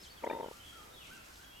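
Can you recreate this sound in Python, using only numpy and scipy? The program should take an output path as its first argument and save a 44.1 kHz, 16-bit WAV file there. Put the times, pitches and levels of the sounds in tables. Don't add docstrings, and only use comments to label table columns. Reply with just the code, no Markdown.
import sys
import numpy as np
from scipy import signal
from scipy.fft import rfft, irfft
from scipy.io import wavfile
from scipy.ndimage import uniform_filter1d

SR = 44100
rng = np.random.default_rng(int(sys.argv[2]) if len(sys.argv) > 2 else 0)


def invert_db(x):
    u = np.asarray(x, float) / 20
    return 10 ** u


def wav_out(sig):
    wavfile.write(sys.argv[1], SR, np.round(np.clip(np.atleast_2d(sig).T, -1, 1) * 32767).astype(np.int16))


N = 70560


def band(x, hz, width):
    edges = [max(hz - width / 2, 10), min(hz + width / 2, .45 * SR)]
    return signal.sosfilt(signal.butter(2, edges, "band", fs=SR, output="sos"), x)


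def unit(x):
    return x / np.sqrt(np.mean(x ** 2))


def walk(rate):
    k = max(int(SR / rate), 1)
    return unit(uniform_filter1d(uniform_filter1d(rng.standard_normal(N), k), k))


def swell(t, rise, fall):
    return np.where(t < 0, np.exp(-.5 * (t / rise) ** 2), 1 / np.cosh(np.clip(t / fall, 0, 50)))


def place(x, pan_db, wet_db):
    t60_s, build_up_s = .5, .013
    t = np.arange(SR // 2) / SR
    decay = np.exp(-np.log(1000) * t / t60_s) * np.minimum(t / build_up_s, 1)
    tail = rng.standard_normal((2, len(t))) * decay
    tail /= np.sqrt(np.sum(tail ** 2, axis=1, keepdims=True))
    wet = signal.fftconvolve(x[None], tail, axes=1)[:, :N]
    return x * invert_db(np.array([[pan_db], [-pan_db]]) / 2) + invert_db(wet_db) * wet


def whistle(notes, waver, flutter_db):
    out, t = np.zeros(N), np.arange(N) / SR
    for note in notes:
        s, hz, db = np.array(note).T
        pitch = uniform_filter1d(np.interp(t, s, hz), size=300) * (1 + waver * walk(89))
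        gate = uniform_filter1d(((t >= s[0]) & (t <= s[-1])) * 1., size=300)
        level = invert_db(np.interp(t, s, db) + flutter_db * walk(62))
        out += np.sqrt(2) * gate * level * np.sin(2 * np.pi * np.cumsum(pitch) / SR)
    return out


def air():
    # f/Hz, density/dB
    hush = [(20, -3), (42, 4.5), (60, 3.5), (500, -7.5), (1400, -8.5), (2700, -10), (12500, -19.5),
            (16000, -26.5)]
    # f/Hz, side minus mid/dB
    width = [(60, -21), (200, -6.5), (700, 5), (2400, 0.5), (8000, -4), (15000, -5)]
    f = np.log(np.fft.rfftfreq(N, 1 / SR) + 1)

    def curve(table):
        hz, db = np.array(table).T
        return invert_db(np.interp(f, np.log(hz), db))

    mid = rfft(rng.standard_normal(N)) * curve(hush)
    side = rfft(rng.standard_normal(N)) * curve(hush) * curve(width)
    both = np.array([mid + side, mid - side])
    out, breeze = 0, walk(1.9)
    for centre in np.arange(0, 11, .5):
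        share = np.clip(1 - np.abs(f - centre) / .5, 0, 1)
        out = out + irfft(both * share, N) * invert_db(.4 * breeze + .6 * walk(12))
    return invert_db(-56) * unit(out)


def camcorder():
    # f/Hz, width/Hz, level/dB
    motor = [(48.7, 13, -73), (71.8, 12.6, -70)]
    # f/Hz, level/dB
    whines = [(11267, -91), (12269, -77), (12371, -90), (13275, -82), (14277, -88), (15278, -91)]
    out, t = np.zeros(N), np.arange(N) / SR
    for hz, width, db in motor:
        out += invert_db(db) * unit(band(rng.standard_normal(N), hz, width))
    for hz, db in whines:
        out += np.sqrt(2) * invert_db(db + 1.6 * walk(20)) * np.sin(2 * np.pi * hz * t)
    return out


def near_songbird():
    # t/s, f/Hz, level/dB
    slurs = [
        [(0, 5050, -64), (.012, 5300, -56), (.028, 5230, -57), (.052, 3400, -64), (.068, 3020, -59),
         (.084, 3230, -60), (.09, 3600, -60), (.096, 4300, -66), (.104, 4470, -58), (.116, 4520, -56),
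         (.13, 4480, -68)],
        [(.17, 4500, -76), (.188, 4500, -70), (.198, 4500, -74)],
        [(.166, 3650, -63), (.185, 3230, -57), (.197, 2950, -62), (.205, 2700, -70), (.215, 2530, -65),
         (.225, 2550, -72)],
        [(.25, 2770, -74), (.263, 3450, -62), (.276, 3800, -63), (.298, 3630, -56), (.34, 3600, -65),
         (.38, 3700, -71)],
        [(1.435, 3200, -68), (1.445, 3310, -61), (1.49, 3290, -63), (1.53, 3300, -64), (1.6, 3260, -63)],
    ]
    return place(whistle(slurs, waver=.01, flutter_db=2), pan_db=1.0, wet_db=-4)


def leaves():
    # start t/s, length/s, level/dB, centre f/Hz
    scrapes = [(0.014, 0.073, -60, 5600), (0.489, 0.11, -64, 6000), (0.61, 0.15, -65, 6500),
               (0.767, 0.11, -66.5, 6100), (1.027, 0.157, -63.5, 6100), (1.243, 0.21, -63.5, 5960),
               (0.025, 0.012, -53.5, 255), (0.766, 0.22, -65.5, 456), (1.08, 0.14, -65, 230),
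               (1.05, 0.21, -73, 3400)]
    # t/s, level/dB, f/Hz
    ticks = [(.246, -43, 6730), (1.177, -48, 5800), (1.357, -45, 3600), (1.445, -47, 2800),
             (1.166, -44, 6460), (1.34, -43.5, 6000), (1.446, -50, 6600)]
    grains_per_s, grain_db, fade_s = 6000, 1.3, .04
    out, t = np.zeros((2, N)), np.arange(N) / SR
    for s, length, db, hz in scrapes:
        hits = (rng.random((2, N)) < grains_per_s / SR) * rng.standard_normal((2, N))
        hits = hits * invert_db(grain_db * rng.exponential(size=(2, N)))
        env = np.clip(np.minimum(t - s, s + length - t) / fade_s + .5, 0, 1)
        stereo = hits[0] + 0.38 * hits[1] * np.array([[1], [-1]])
        out += invert_db(db) * env * unit(band(stereo, hz, .8 * hz))
    for s, db, hz in ticks:
        snap = rng.standard_normal(N) * (t >= s) * np.exp(-np.abs(t - s) / 0.005)
        out += invert_db(db) * band(snap, hz, 0.23 * hz)
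    return out


def hooting_birds():
    # t/s, f/Hz, level/dB
    hoots = [
        [(.2, 1400, -68), (.235, 1350, -64)],
        [(.45, 1384, -64), (.49, 1420, -67), (.53, 1250, -68), (.6, 1380, -68)],
        [(.725, 1400, -62), (.75, 1400, -64), (.775, 1330, -67), (.8, 1140, -62), (.82, 1140, -68)],
        [(.75, 900, -75), (.8, 850, -71), (.87, 830, -74)],
        [(.86, 1250, -71), (.92, 1350, -69), (.97, 1300, -72)],
        [(1.0, 1200, -68), (1.03, 1414, -72), (1.09, 1391, -71)],
        [(1.1, 1264, -60), (1.12, 1537, -58), (1.14, 1580, -61.5), (1.155, 1531, -68), (1.178, 1400, -57),
         (1.21, 1260, -68)],
        [(1.26, 1257, -67), (1.29, 1662, -67), (1.32, 1450, -71)],
        [(1.38, 1400, -65), (1.41, 1594, -63), (1.45, 1620, -69), (1.51, 1450, -69)],
    ]
    return place(whistle(hoots, waver=.035, flutter_db=3), pan_db=-2, wet_db=-1)


def gobble():
    # t/s, thump level/dB, thump f/Hz, pipe ring level/dB, upper ring level/dB
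    pops = [(.2275, -48, 400, -62, -62), (.236, -43, 520, -46, -47), (.2402, -39, 500, -32, -44),
            (.244, -28, 525, -52, -46), (.2475, -56, 480, -44, -50), (.2506, -45, 485, -50, -58),
            (.2569, -49, 380, -58, -66), (.2613, -42, 500, -47, -60), (.266, -34, 500, -43, -44),
            (.2698, -43, 500, -37, -41), (.275, -28, 490, -45, -44), (.289, -41, 480, -43, -66),
            (.3003, -34, 480, -34, -38), (.3033, -42, 550, -36, -44), (.3122, -27, 515, -32, -40),
            (.3172, -41, 485, -50, -62), (.3245, -48, 570, -47, -54), (.3281, -40, 490, -46, -43),
            (.3315, -41, 400, -50, -46), (.3347, -31, 430, -37, -54), (.3451, -41, 455, -44, -56),
            (.348, -50, 460, -41, -60), (.3522, -35, 465, -38, -56), (.3633, -39, 465, -41, -55),
            (.3669, -41, 525, -45, -58), (.3722, -37, 535, -37, -58), (.3837, -42, 505, -48, -61),
            (.3897, -39, 470, -40, -52), (.4007, -33, 485, -39, -57), (.405, -39, 510, -41, -60),
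            (.408, -48, 510, -38, -56), (.4106, -35, 520, -46, -56), (.4234, -46, 465, -49, -66),
            (.4271, -48, 440, -47, -66), (.432, -34, 455, -38, -56), (.4444, -35, 490, -36, -58),
            (.4623, -36, 480, -50, -64), (.473, -46, 460, -50, -64), (.4856, -37, 435, -44, -66),
            (.514, -40, 450, -46, -66)]
    # f/Hz, level/dB
    upper_modes = [(1300, -12), (1660, -15), (1970, -17), (2390, -16), (2810, -23)]
    # t/s, f/Hz
    beak_glide = [(.236, 1900), (.241, 2300), (.247, 1950), (.264, 1250), (.269, 1950), (.28, 2050),
                  (.298, 2400), (.306, 2380), (.312, 1800), (.33, 1950), (.41, 2050)]
    thump_rise_s, thump_fall_s, glide_per_s = .0016, .002, 5
    sac_hz, sac_db, sac_s = 265, -13, .0022
    after_db, after_s = -16, .006
    crack_db, crack_s = -20, .0009
    ring_hz, ring_late_s, ring_rise_s, ring_fall_s = 918, .0008, .0014, .0055
    upper_rise_s, upper_fall_s, ring_waver = .001, .004, .017
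    low, high, t = np.zeros(N), np.zeros(N), np.arange(N) / SR

    def tone(hz, waver):
        return np.sin(2 * np.pi * np.cumsum(hz * (1 + waver * walk(111))) / SR)

    ring = tone(ring_hz, ring_waver)
    upper = [tone(hz, .04) for hz, _ in upper_modes]
    beak = tone(np.interp(t, *np.array(beak_glide).T), ring_waver)
    after = unit(band(rng.standard_normal(N), 660, 400))
    crack = unit(band(rng.standard_normal(N), 1100, 1000))
    chance = rng.standard_normal((len(pops), 8))
    for (s, db, thump_hz, ring_db, upper_db), c in zip(pops, chance):
        near = slice(int((s - .02) * SR), int((s + .05) * SR))
        u = t[near] - s
        cycles = thump_hz * (1 + .015 * c[0]) * u * (1 + glide_per_s * u)
        thump = np.sin(2 * np.pi * cycles + .4 * c[1]) * swell(u, thump_rise_s, thump_fall_s / 2)
        sac = np.cos(2 * np.pi * sac_hz * (1 + 0.22 * c[2]) * u) * swell(u, sac_s, sac_s)
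        breath = after[near] * swell(u, thump_rise_s, after_s / 2)
        low[near] += invert_db(db) * (thump - invert_db(sac_db) * sac + invert_db(after_db) * breath)
        low[near] += invert_db(db + crack_db) * crack[near] * swell(u, crack_s, crack_s)
        ring_env = swell(u - ring_late_s, ring_rise_s, ring_fall_s / 2)
        low[near] += invert_db(ring_db - 1.5) * ring[near] * ring_env
        upper_env = swell(u, upper_rise_s, upper_fall_s / 2)
        high[near] += invert_db(upper_db - 3) * beak[near] * upper_env
        for (_, own_db), mode, scatter in zip(upper_modes, upper, c[3:]):
            high[near] += invert_db(upper_db + own_db + 4 * scatter) * mode[near] * upper_env
    return low, high


def turkey():
    left_lead = -0.78
    low, high = gobble()
    bird = place(low, pan_db=2.4, wet_db=-28) + place(high, pan_db=5, wet_db=-28)
    shifted = signal.hilbert(bird) * np.exp(.5j * left_lead * np.array([[1], [-1]]))
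    return shifted.real


def far_birds():
    # t/s, f/Hz, level/dB
    answers = [
        [(.41, 3700, -72), (.43, 3400, -69), (.46, 2900, -69), (.48, 2700, -75)],
        [(.56, 2700, -74), (.59, 2850, -67), (.6, 3050, -66), (.63, 3250, -64), (.79, 3230, -70)],
        [(.6, 2500, -73), (.65, 2600, -72), (.7, 2900, -71)],
        [(.92, 3400, -72), (.945, 3700, -67), (1.0, 3050, -62), (1.04, 2400, -65), (1.075, 2050, -67)],
        [(1.02, 3650, -68), (1.05, 3230, -66), (1.09, 2950, -68), (1.115, 3300, -67)],
        [(1.11, 2350, -72), (1.135, 2750, -65), (1.16, 2450, -72), (1.22, 2750, -73)],
        [(1.41, 2850, -72), (1.428, 3050, -71), (1.44, 3250, -67)],
        [(1.49, 2400, -73), (1.53, 2800, -69), (1.6, 3100, -66)],
    ]
    return place(whistle(answers, waver=.025, flutter_db=3), pan_db=0, wet_db=5)


def scene():
    birds = near_songbird() + hooting_birds() + far_birds()
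    return air() + camcorder() + birds + leaves() + turkey()


def roll_off(x):
    return signal.sosfilt(signal.butter(12, 16500, fs=SR, output="sos"), x)


def record(dry):
    return roll_off(dry)


dry = scene()
out = record(dry)
wav_out(out)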